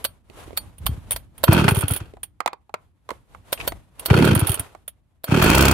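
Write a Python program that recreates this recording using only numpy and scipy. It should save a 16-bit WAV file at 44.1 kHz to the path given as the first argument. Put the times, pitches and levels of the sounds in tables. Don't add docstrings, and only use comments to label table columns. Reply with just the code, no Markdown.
import sys
import numpy as np
from scipy import signal
from scipy.fft import rfft, irfft, next_fast_len
from scipy.io import wavfile
from scipy.ndimage import map_coordinates

SR = 44100
rng = np.random.default_rng(int(sys.argv[2]) if len(sys.argv) > 2 else 0)


def store_pcm(level_fs):
    pcm = np.round(np.clip(level_fs, -1, 1) * 32767).astype(np.int16)
    wavfile.write(sys.argv[1], SR, np.atleast_2d(pcm).T)


N = 252693
TIME = np.arange(N) / SR
AGE = np.arange(SR // 4) / SR

# t/s, speed/(turns/s)
FIRST_PULL = [(1.445, 0), (1.5, 28.5), (1.55, 45.3), (1.67, 31.1), (1.745, 17.6), (1.96, 10.3), (2.16, 0)]
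SECOND_PULL = [(4.065, 0), (4.11, 22.7), (4.23, 42.1), (4.34, 23.4), (4.39, 16.3), (4.55, 9.9), (4.76, 0)]
THIRD_PULL = [(5.25, 0), (5.3, 30.6), (5.37, 40.6), (5.41, 41.6), (5.45, 55.1), (5.49, 54.2), (5.58, 68.9),
              (5.74, 68)]
# speed curve, level/dB, first-compression accent/dB, port re gulp/dB
CHUGS = [(FIRST_PULL, -8.5, 9.6, -9.5), (SECOND_PULL, -6.5, 5.9, 0.85), (THIRD_PULL, -6.5, -9.5, -5)]
# speed curve, level/dB
FAILED_SPINS = [(FIRST_PULL, -21.5), (SECOND_PULL, -20)]
# t/s, level/dB
ROPE_SNATCHES = [(1.521, -8.5), (1.526, -9), (1.68, -2), (1.688, -6), (1.758, -16.5), (4.102, -7.5),
                 (4.14, -8.5)]
# start/s, end/s, crack level/dB
SHARP_FIRING = [(5.415, 5.435, -13), (5.455, 5.47, -22), (5.49, 5.51, -10), (5.54, 5.615, -9),
                (5.615, 5.73, -9)]
# t/s, level/dB
ROAR_FADER = [(5.25, -51.5), (5.32, -26), (5.43, -19.5), (5.51, -17.5), (5.73, -21)]
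# t/s, steel level/dB, housing level/dB, pan L-R/dB
PAWL_CATCHES = [(0.0482, -7.5, -16.5, -1), (0.573, -7, -34, -2.5), (0.8642, -6, -27.5, -3),
                (1.1611, -17, -28, -2.5), (1.4378, -2.5, -10.5, -6), (1.5293, -6, -13, -2.5),
                (3.5274, -6.5, -14, -2), (3.676, -6.5, -15.5, -2), (4.0583, -8, -20, -7),
                (4.2489, -19.5, -29, -21), (5.2411, -15.5, -23, -3.5), (5.4226, -14.5, -25, -9.5),
                (5.4405, -9.5, -32, -2)]
# t/s, count, gap/s, level/dB, pan L-R/dB
PAWL_SKIPS = [(0.0424, 1, 0, -14.5, -12.5), (0.7817, 1, 0, -32.5, -4), (1.108, 2, 0.01, -7.5, -0.5),
              (1.3792, 1, 0.078, -28, -5), (1.687, 2, .021, -12, -2), (1.747, 4, .0205, -14, -9.5),
              (1.881, 4, 0.027, -10, -6), (2.2316, 1, 0.0064, -14.5, -6.5), (3.9946, 1, 0.0046, -19, -6),
              (4.35, 2, .0424, -9, -10), (4.47, 2, .0235, -8, -8.5), (4.517, 2, .025, -11, -8.5),
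              (4.5949, 1, 0, -9.5, -2.5), (4.8784, 1, 0, -17.5, -4.5)]
# t/s, level/dB, f/Hz, pan L-R/dB
PLASTIC_KNOCKS = [(0.299, -26.5, 364, -10.5), (0.478, -32.5, 301, -11), (0.507, -31.5, 580, -12),
                  (0.53, -28.5, 363, -12), (2.137, -29.5, 400, -1), (2.169, -30.5, 710, -2),
                  (2.404, -12, 1120, -6.5), (2.46, -7, 804, -6), (2.476, -9, 980, -3.5),
                  (2.531, -18, 900, -3), (2.694, -34.5, 800, -8.5), (2.741, -12, 1055, -2),
                  (3.09, -17, 1025, -2.5), (3.105, -16, 960, -12), (3.114, -21.5, 448, -6),
                  (3.348, -27.5, 1066, -4.5), (3.576, -27.5, 2560, 6), (3.601, -19, 2450, 1),
                  (3.611, -19.5, 2570, 4), (3.721, -17, 700, 0), (4.749, -25, 757, -5)]
# t/s, hold/s, rope level/dB, rumble level/dB
HAND_MOVES = [(0, 0.0088, -49, -46.5), (0.371, 0.047, -45, -46.5), (0.464, 0.19, -52.5, -45.5),
              (0.841, 0.11, -48.5, -35), (0.98, 0.19, -54.5, -42), (1.395, 0.65, -54, -43.5),
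              (2.803, .02, -70, -64.5), (3.125, 0.0096, -57, -55), (3.321, 0.033, -59, -51.5),
              (3.483, 0.097, -51, -51), (3.607, 0.044, -39.5, -39.5), (4.01, 0.61, -44.5, -49)]
# t/s, level/dB, f/Hz
GROUND_THUMPS = [(0.804, -30.5, 123), (0.857, -17, 91), (0.892, -15.5, 140), (0.917, -18.5, 107),
                 (0.977, -26, 149), (1.143, -29, 75)]

# f/Hz, level/dB
EXHAUST_EQ = [(150, -31), (250, -0.5), (348, -5), (414, -2), (775, -7.5), (1060, -7.5), (1180, -8.5),
              (1420, -12.5), (1700, -11.5), (2570, -13), (3400, -19.5), (4490, -21.5), (5730, -23),
              (8550, -22.5), (16000, -30)]
CRACK_EQ = [(1500, -38), (4000, -3.5), (8500, -0.5), (12000, -3), (16000, 0)]
RUSH_EQ = [(150, -42), (260, -3), (298, -13.5), (349, -4), (683, -14), (869, -17.5), (1250, -16.5),
           (1460, -17.5), (1700, -20.5), (2570, -21.5), (5500, -31.5), (7890, -37), (8750, -27.5),
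           (12800, -33), (16000, -47.5)]
CLANK_EQ = [(180, -33), (400, -2), (850, 3.5), (1500, -5), (1800, -7.5), (2600, -9), (3400, -18.5),
            (4600, -18.5), (6500, -21.5), (10000, -26.5), (16000, -29)]
CLACK_EQ = [(300, -21), (700, -4), (1500, -0.5), (2100, -4.5), (3200, -0.5), (4400, -1.5), (6500, -14.5),
            (8000, -5), (9500, 0), (11000, -5), (12700, 4), (16000, -7.5)]
TICK_EQ = [(250, -36), (500, -10), (1400, -15), (2600, -11.5), (3300, -5.5), (4200, -21.5), (6200, -21.5),
           (7800, -21), (9600, 4), (11500, -11.5), (13000, -5.5), (16000, -19.5)]
SNAP_EQ = [(900, -14.5), (1600, -22), (2100, 6.5), (2700, -4.5), (3400, -7), (4300, -6.5), (5500, -15.5),
           (8000, -12.5), (11000, -19.5), (16000, -24)]
ROPE_EQ = [(150, -34), (250, -9), (501, -5.5), (971, -7), (1610, -13.5), (3520, -18), (5350, -25.5),
           (11300, -22), (16000, -40)]
RUMBLE_EQ = [(15, -32.5), (45, -3), (90, -2.5), (160, -13.5), (320, -21.5), (900, -66)]
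# multiple of its pitch, level/dB
HOLLOW_EQ = [(.15, -30), (.45, -12.5), (.8, -12), (1, -1), (1.3, -11.5), (1.9, -20.5), (3, -34.5),
             (7, -60.5)]
# f/Hz, width/Hz, gain/dB
CASING_BANDS = [(352, 490, 0.5), (930, 220, 4.5), (1444, 200, 11.5), (2556, 380, 10), (3180, 220, 11),
                (4330, 82, 11.5)]
# f/Hz, level/dB, t60/s
HOUSING_MODES = [(558, -8.5, 0.043), (650, -5.5, 0.051), (963, -12, 0.036), (1355, -19, 0.054),
                 (1490, -11.5, 0.014)]
FLYWHEEL_MODES = [(3200, -14, .13), (4440, -5, .08), (9180, -11, .15), (9520, 0, .035), (10230, -4, .06),
                  (12050, -9, .11), (12450, -6, .09), (12800, 1, .05), (13600, -5, .06), (14590, -6, .05)]
# f/Hz, pan L-R/dB
ENGINE_PAN = [(60, -1.9), (140, 2), (330, -7.5), (700, -0.5), (1400, -3), (2800, 0.5), (5500, 4.5),
              (11000, -1)]
# f/Hz, left-right correlation
STEREO_LIKENESS = [(40, 1), (120, 0.31), (250, 0.37), (600, 0.67), (1200, 0.26), (3000, 0.13), (8000, .1)]
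# f/Hz, t60/s
YARD_DECAY = [(100, 0.24), (1000, 0.2), (4000, 0.12), (14000, 0.028)]

CATCH_S = 5.365
GULP_HZ, GULP_RISE_HZ, PORT_HZ = 95, 3.93, 330
GULP_KNEE, PORT_KNEE, RUSH_KNEE = 9.9, 29, 32.7
JOLT_LEAD_S, JOLT_DB = .009, -8
BARK_DB, PUSH_DB, WEAK_BARK_DB = -16, -8, -8.5
FOLLOW_S, FOLLOW_DB = 0.0099, -8.5
SNAP_DB, SNAP_GROWTH = -4.5, 1.5
MOVE_RISE_DB_S, ROPE_FALL_DB_S, RUMBLE_FALL_DB_S = 263, 129.5, 67.5
HISS_FLOOR_DB, RUMBLE_FLOOR_DB = -77.5, -63.5


def running_engine():
    _, turns, compressions = crank(THIRD_PULL)
    times = TIME[compressions][TIME[compressions] > CATCH_S]
    puffs, barks = np.zeros((2, 2, N))
    for s in times:
        size_db, late_s, detune = rng.normal(0, [1.3, .0003, .1])
        depth_db = np.interp(s, [5.5, 5.58], [-9.5, -15])
        hz = np.interp(s, [5.4, 5.57], [260, 310]) * np.exp(detune)
        add(puffs, s + late_s, amp(depth_db + size_db) * stroke(hz, bite_db=-8, recoil_db=-6))
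        add(barks, s, bark(depth_db + WEAK_BARK_DB))
    push = np.sin(2 * np.pi * 76 * AGE) * fade(t60=.06, attack=.002)
    for start, end, crack_db in SHARP_FIRING:
        for s in times[(times > start) & (times < end)][::2]:
            body = bark(BARK_DB)
            crack = amp(crack_db + rng.normal(0, 1)) * burst(CRACK_EQ, t60=.026, attack=.0014)
            add(barks, s + .001, body + crack)
            add(puffs, s + .003, amp(PUSH_DB) * push)
    build = np.interp(TIME, [5.33, 5.45, 5.57], [0, .35, 1]) * amp(wobble(70))
    angle = 2 * np.pi * turns + .15 * wobble(50)
    hum = amp(-19.5) * build * (np.sin(angle) + np.sin(2 * angle))
    pulsing = amp(2.5 * np.cos(2 * np.pi * turns)) * unit(.5 + grit(rate=460, spread_db=-1.0))
    roar = amp(curves(ROAR_FADER, outside=-120)[0] - 3.5) * pulsing * noise(EXHAUST_EQ)
    return hum + puffs + casing(barks + roar)


def cranking_engine():
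    gulps, rattle = np.zeros((2, 2, N))
    for pull, db, accent_db, port_db in CHUGS:
        speed, _, compressions = crank(pull)
        for i in compressions[TIME[compressions] < CATCH_S]:
            size = amp(db + accent_db * (i == compressions[0]) + rng.normal(0, 1))
            size *= drive(speed[i], GULP_KNEE, steepness=4.5)
            hz = GULP_HZ + GULP_RISE_HZ * speed[i]
            add(gulps, TIME[i], size * stroke(hz, bite_db=-11.5, recoil_db=-7.5))
            port_hz = PORT_HZ * np.exp(rng.normal(0, 0.18))
            port = gulp(port_hz, sink=0.83, glide_cycles=2.4, life_cycles=2.6)
            port_size = size * amp(port_db) * drive(speed[i], PORT_KNEE, steepness=3)
            add(gulps, TIME[i] + .5 / speed[i], port_size * port)
            add(rattle, TIME[i] - JOLT_LEAD_S, size * amp(JOLT_DB + rng.normal(0, 2)) * clank())
    for s, db in ROPE_SNATCHES:
        add(rattle, s, amp(db) * clank())
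    flow = sum(amp(db) * drive(crank(pull)[0], RUSH_KNEE, steepness=2.16) for pull, db in FAILED_SPINS)
    rush = flow * unit((0.66 + grit(rate=210, spread_db=6.5)) * noise(RUSH_EQ))
    draught = amp(-4) * flow * noise(RUMBLE_EQ)
    return gulps + draught + casing(rattle + rush)


def crank(pull):
    speed, = curves(pull, outside=0)
    turns = np.cumsum(speed) / SR + .5
    return speed, turns, np.flatnonzero(np.diff(np.floor(turns)))


def drive(speed, knee, steepness):
    rise = (speed / knee) ** steepness
    return rise / (1 + rise)


def stroke(hz, bite_db, recoil_db):
    cavity_hz = 330 * np.exp(rng.normal(0, .12))
    steepness = hz / 230
    front = steepness * np.sin(2 * np.pi * cavity_hz * AGE) * fade(t60=0.11, attack=0.00029)
    recoil = -np.sin(2 * np.pi * 86 * AGE) * fade(t60=0.1, attack=0.0025)
    air = gulp(hz, sink=0.24, glide_cycles=2.23, life_cycles=2.1)
    return air + amp(bite_db) * front + amp(recoil_db) * recoil


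def gulp(hz, sink, glide_cycles, life_cycles):
    pitch = hz * (sink + (1 - sink) * np.exp(-AGE * hz / glide_cycles))
    envelope = (1 - np.exp(-AGE * hz / 0.18)) * np.exp(-(AGE * hz / life_cycles) ** 2)
    return envelope * np.sin(2 * np.pi * np.cumsum(pitch) / SR)


def bark(db):
    return amp(db + rng.normal(0, 3)) * burst(EXHAUST_EQ, t60=.018, attack=.0007)


def clank():
    colour = [(hz, db + rng.normal(0, 3)) for hz, db in CLANK_EQ]
    return amp(-7.5) * burst(colour, t60=.04, attack=.0009)


def casing(x):
    def response(hz):
        return 1 + sum((amp(db) - 1) * 1j * hz * width / (centre ** 2 - hz ** 2 + 1j * hz * width)
                       for centre, width, db in CASING_BANDS)
    return filtered(x, response)


def starter_pawls():
    out = np.zeros((2, N))
    for s, db, housing_db, pan_db in PAWL_CATCHES:
        colour = [(hz, level + rng.normal(0, 2.5)) for hz, level in CLACK_EQ]
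        steel = amp(-2) * burst(colour, t60=.032, attack=.002) + amp(-20) * ring(FLYWHEEL_MODES)
        add(out, s, amp(db) * steel + amp(housing_db + 1.0) * ring(HOUSING_MODES), pan_db)
        add(out, s - .005, amp(db - 13) * burst(CLACK_EQ, t60=0.01, attack=0.0018), pan_db)
    for s, count, gap_s, db, pan_db in PAWL_SKIPS:
        for skip_s in s + gap_s * np.arange(count):
            add(out, skip_s, amp(db + rng.normal(0, 1)) * skip(), pan_db)
            if count > 1:
                add(out, skip_s + FOLLOW_S, amp(db + FOLLOW_DB + rng.normal(0, 2)) * skip(), pan_db)
    return out


def skip():
    detune = np.exp(rng.normal(0, .03))
    colour = [(hz * detune, db) for hz, db in TICK_EQ]
    snap = burst(colour, t60=0.019, attack=0.0014)
    tail = amp(-6) * burst(colour, t60=0.053, attack=0.0013)
    return amp(-3) * (snap + tail) + amp(-29) * ring(FLYWHEEL_MODES)


def plastic_knocks():
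    out = np.zeros((2, N))
    for s, db, hz, pan_db in PLASTIC_KNOCKS:
        colour = [(hz * multiple, level) for multiple, level in HOLLOW_EQ]
        body = burst(colour, t60=0.036, attack=0.00054)
        snap = burst(SNAP_EQ, t60=0.019, attack=0.00034)
        add(out, s, amp(db - 6.0) * body + amp(SNAP_DB + SNAP_GROWTH * db) * snap, pan_db)
    return out


def handling():
    sliding = np.max([amp(db) * swell(s, hold, ROPE_FALL_DB_S) for s, hold, db, _ in HAND_MOVES], 0)
    shifting = np.max([amp(db) * swell(s, hold, RUMBLE_FALL_DB_S) for s, hold, _, db in HAND_MOVES], 0)
    scrape = amp(1.5 * wobble(70) + 1.2 * wobble(18))
    rope = (amp(HISS_FLOOR_DB) + sliding) * unit(scrape * noise(ROPE_EQ))
    lumps = amp(2 * wobble(15))
    rumble = (amp(RUMBLE_FLOOR_DB) + shifting) * unit(lumps * noise(RUMBLE_EQ))
    thumps = np.zeros((2, N))
    for s, db, hz in GROUND_THUMPS:
        add(thumps, s, amp(db) * gulp(hz, sink=0.44, glide_cycles=1.7, life_cycles=2.3))
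    return rope + rumble + thumps


def swell(s, hold_s, fall_db_s):
    before, after = np.maximum(s - TIME, 0), np.maximum(TIME - s - hold_s, 0)
    return amp(-MOVE_RISE_DB_S * before - fall_db_s * after)


def yard_reverb(x):
    hz, t, spectra = signal.stft(rng.standard_normal((2, SR // 2)), SR, nperseg=256)
    decay = amp(-60 * t / along(YARD_DECAY, hz)[:, None])
    _, tail = signal.istft(spectra * decay, SR, nperseg=256)
    return signal.fftconvolve(x, tail / np.linalg.norm(tail[0]), axes=1)[:, :N]


def ring(modes):
    out = 0
    for hz, db, t60 in modes:
        strike = amp(db + rng.normal(0, 3) + rng.normal(0, 2, (2, 1)))
        phase = rng.normal(0, 1, (2, 1))
        out += strike * fade(t60, attack=0.00011) * np.sin(2 * np.pi * hz * AGE + phase)
    return out


def burst(spectrum, t60, attack):
    return noise(spectrum, size=len(AGE)) * fade(t60, attack)


def fade(t60, attack):
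    return np.exp(-np.log(1000) * AGE / t60) * (1 - np.exp(-AGE / attack))


def grit(rate, spread_db):
    hits = (rng.random(N) < rate / SR) * amp(spread_db * np.minimum(rng.standard_normal(N), 2))
    power = signal.fftconvolve(hits ** 2, fade(t60=0.014, attack=.0002))[:N]
    return unit(np.sqrt(np.abs(power)))


def noise(spectrum, size=N):
    padded = next_fast_len(size)
    hz = np.fft.rfftfreq(padded, 1 / SR)
    width = np.arccos(np.clip(along(STEREO_LIKENESS, hz), -1, 1)) / 2
    coloured = rfft(rng.standard_normal((2, padded))) * amp(along(spectrum, hz))
    mid, side = irfft(coloured * [np.cos(width), np.sin(width)], padded)[:, :size]
    return unit(np.array([mid + side, mid - side]))


def wobble(rate):
    return map_coordinates(rng.standard_normal(N // 20), [TIME * rate], mode="wrap")


def filtered(x, response):
    padded = next_fast_len(N + SR // 2)
    return irfft(rfft(x, padded) * response(np.fft.rfftfreq(padded, 1 / SR)), padded)[..., :N]


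def add(track, s, sound, pan_db=0):
    start = max(round(s * SR), 0)
    part = track[:, start:start + len(AGE)]
    part += (sound * amp([[pan_db / 2], [-pan_db / 2]]))[:, :part.shape[1]]


def curves(rows, outside=None):
    times, *columns = np.transpose(rows)
    return [np.interp(TIME, times, column, outside, outside) for column in columns]


def along(points, hz):
    knots_hz, values = np.transpose(points)
    return np.interp(np.log(hz + 1), np.log(knots_hz + 1), values)


def amp(db):
    return 10 ** (np.asarray(db) / 20)


def unit(x):
    return x / np.sqrt(np.mean(x ** 2) + 1e-20)


def scene():
    engine = cranking_engine() + running_engine()
    panned = filtered(engine, lambda hz: amp(along(ENGINE_PAN, hz) * [[.5], [-.5]]))
    saw = panned + starter_pawls() + plastic_knocks()
    return saw + amp(-22) * yard_reverb(saw) + handling()


def record(dry):
    low_cut_hz, ceiling, top_hz = 24, .97, 15850
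    thinned = filtered(dry, lambda hz: hz ** 2 / (hz ** 2 + low_cut_hz ** 2))
    rounded = thinned / (1 + (thinned / ceiling) ** 8) ** (1 / 8)
    return filtered(rounded, lambda hz: 1 / (1 + (hz / top_hz) ** 100))


dry = scene()
out = record(dry)
store_pcm(out)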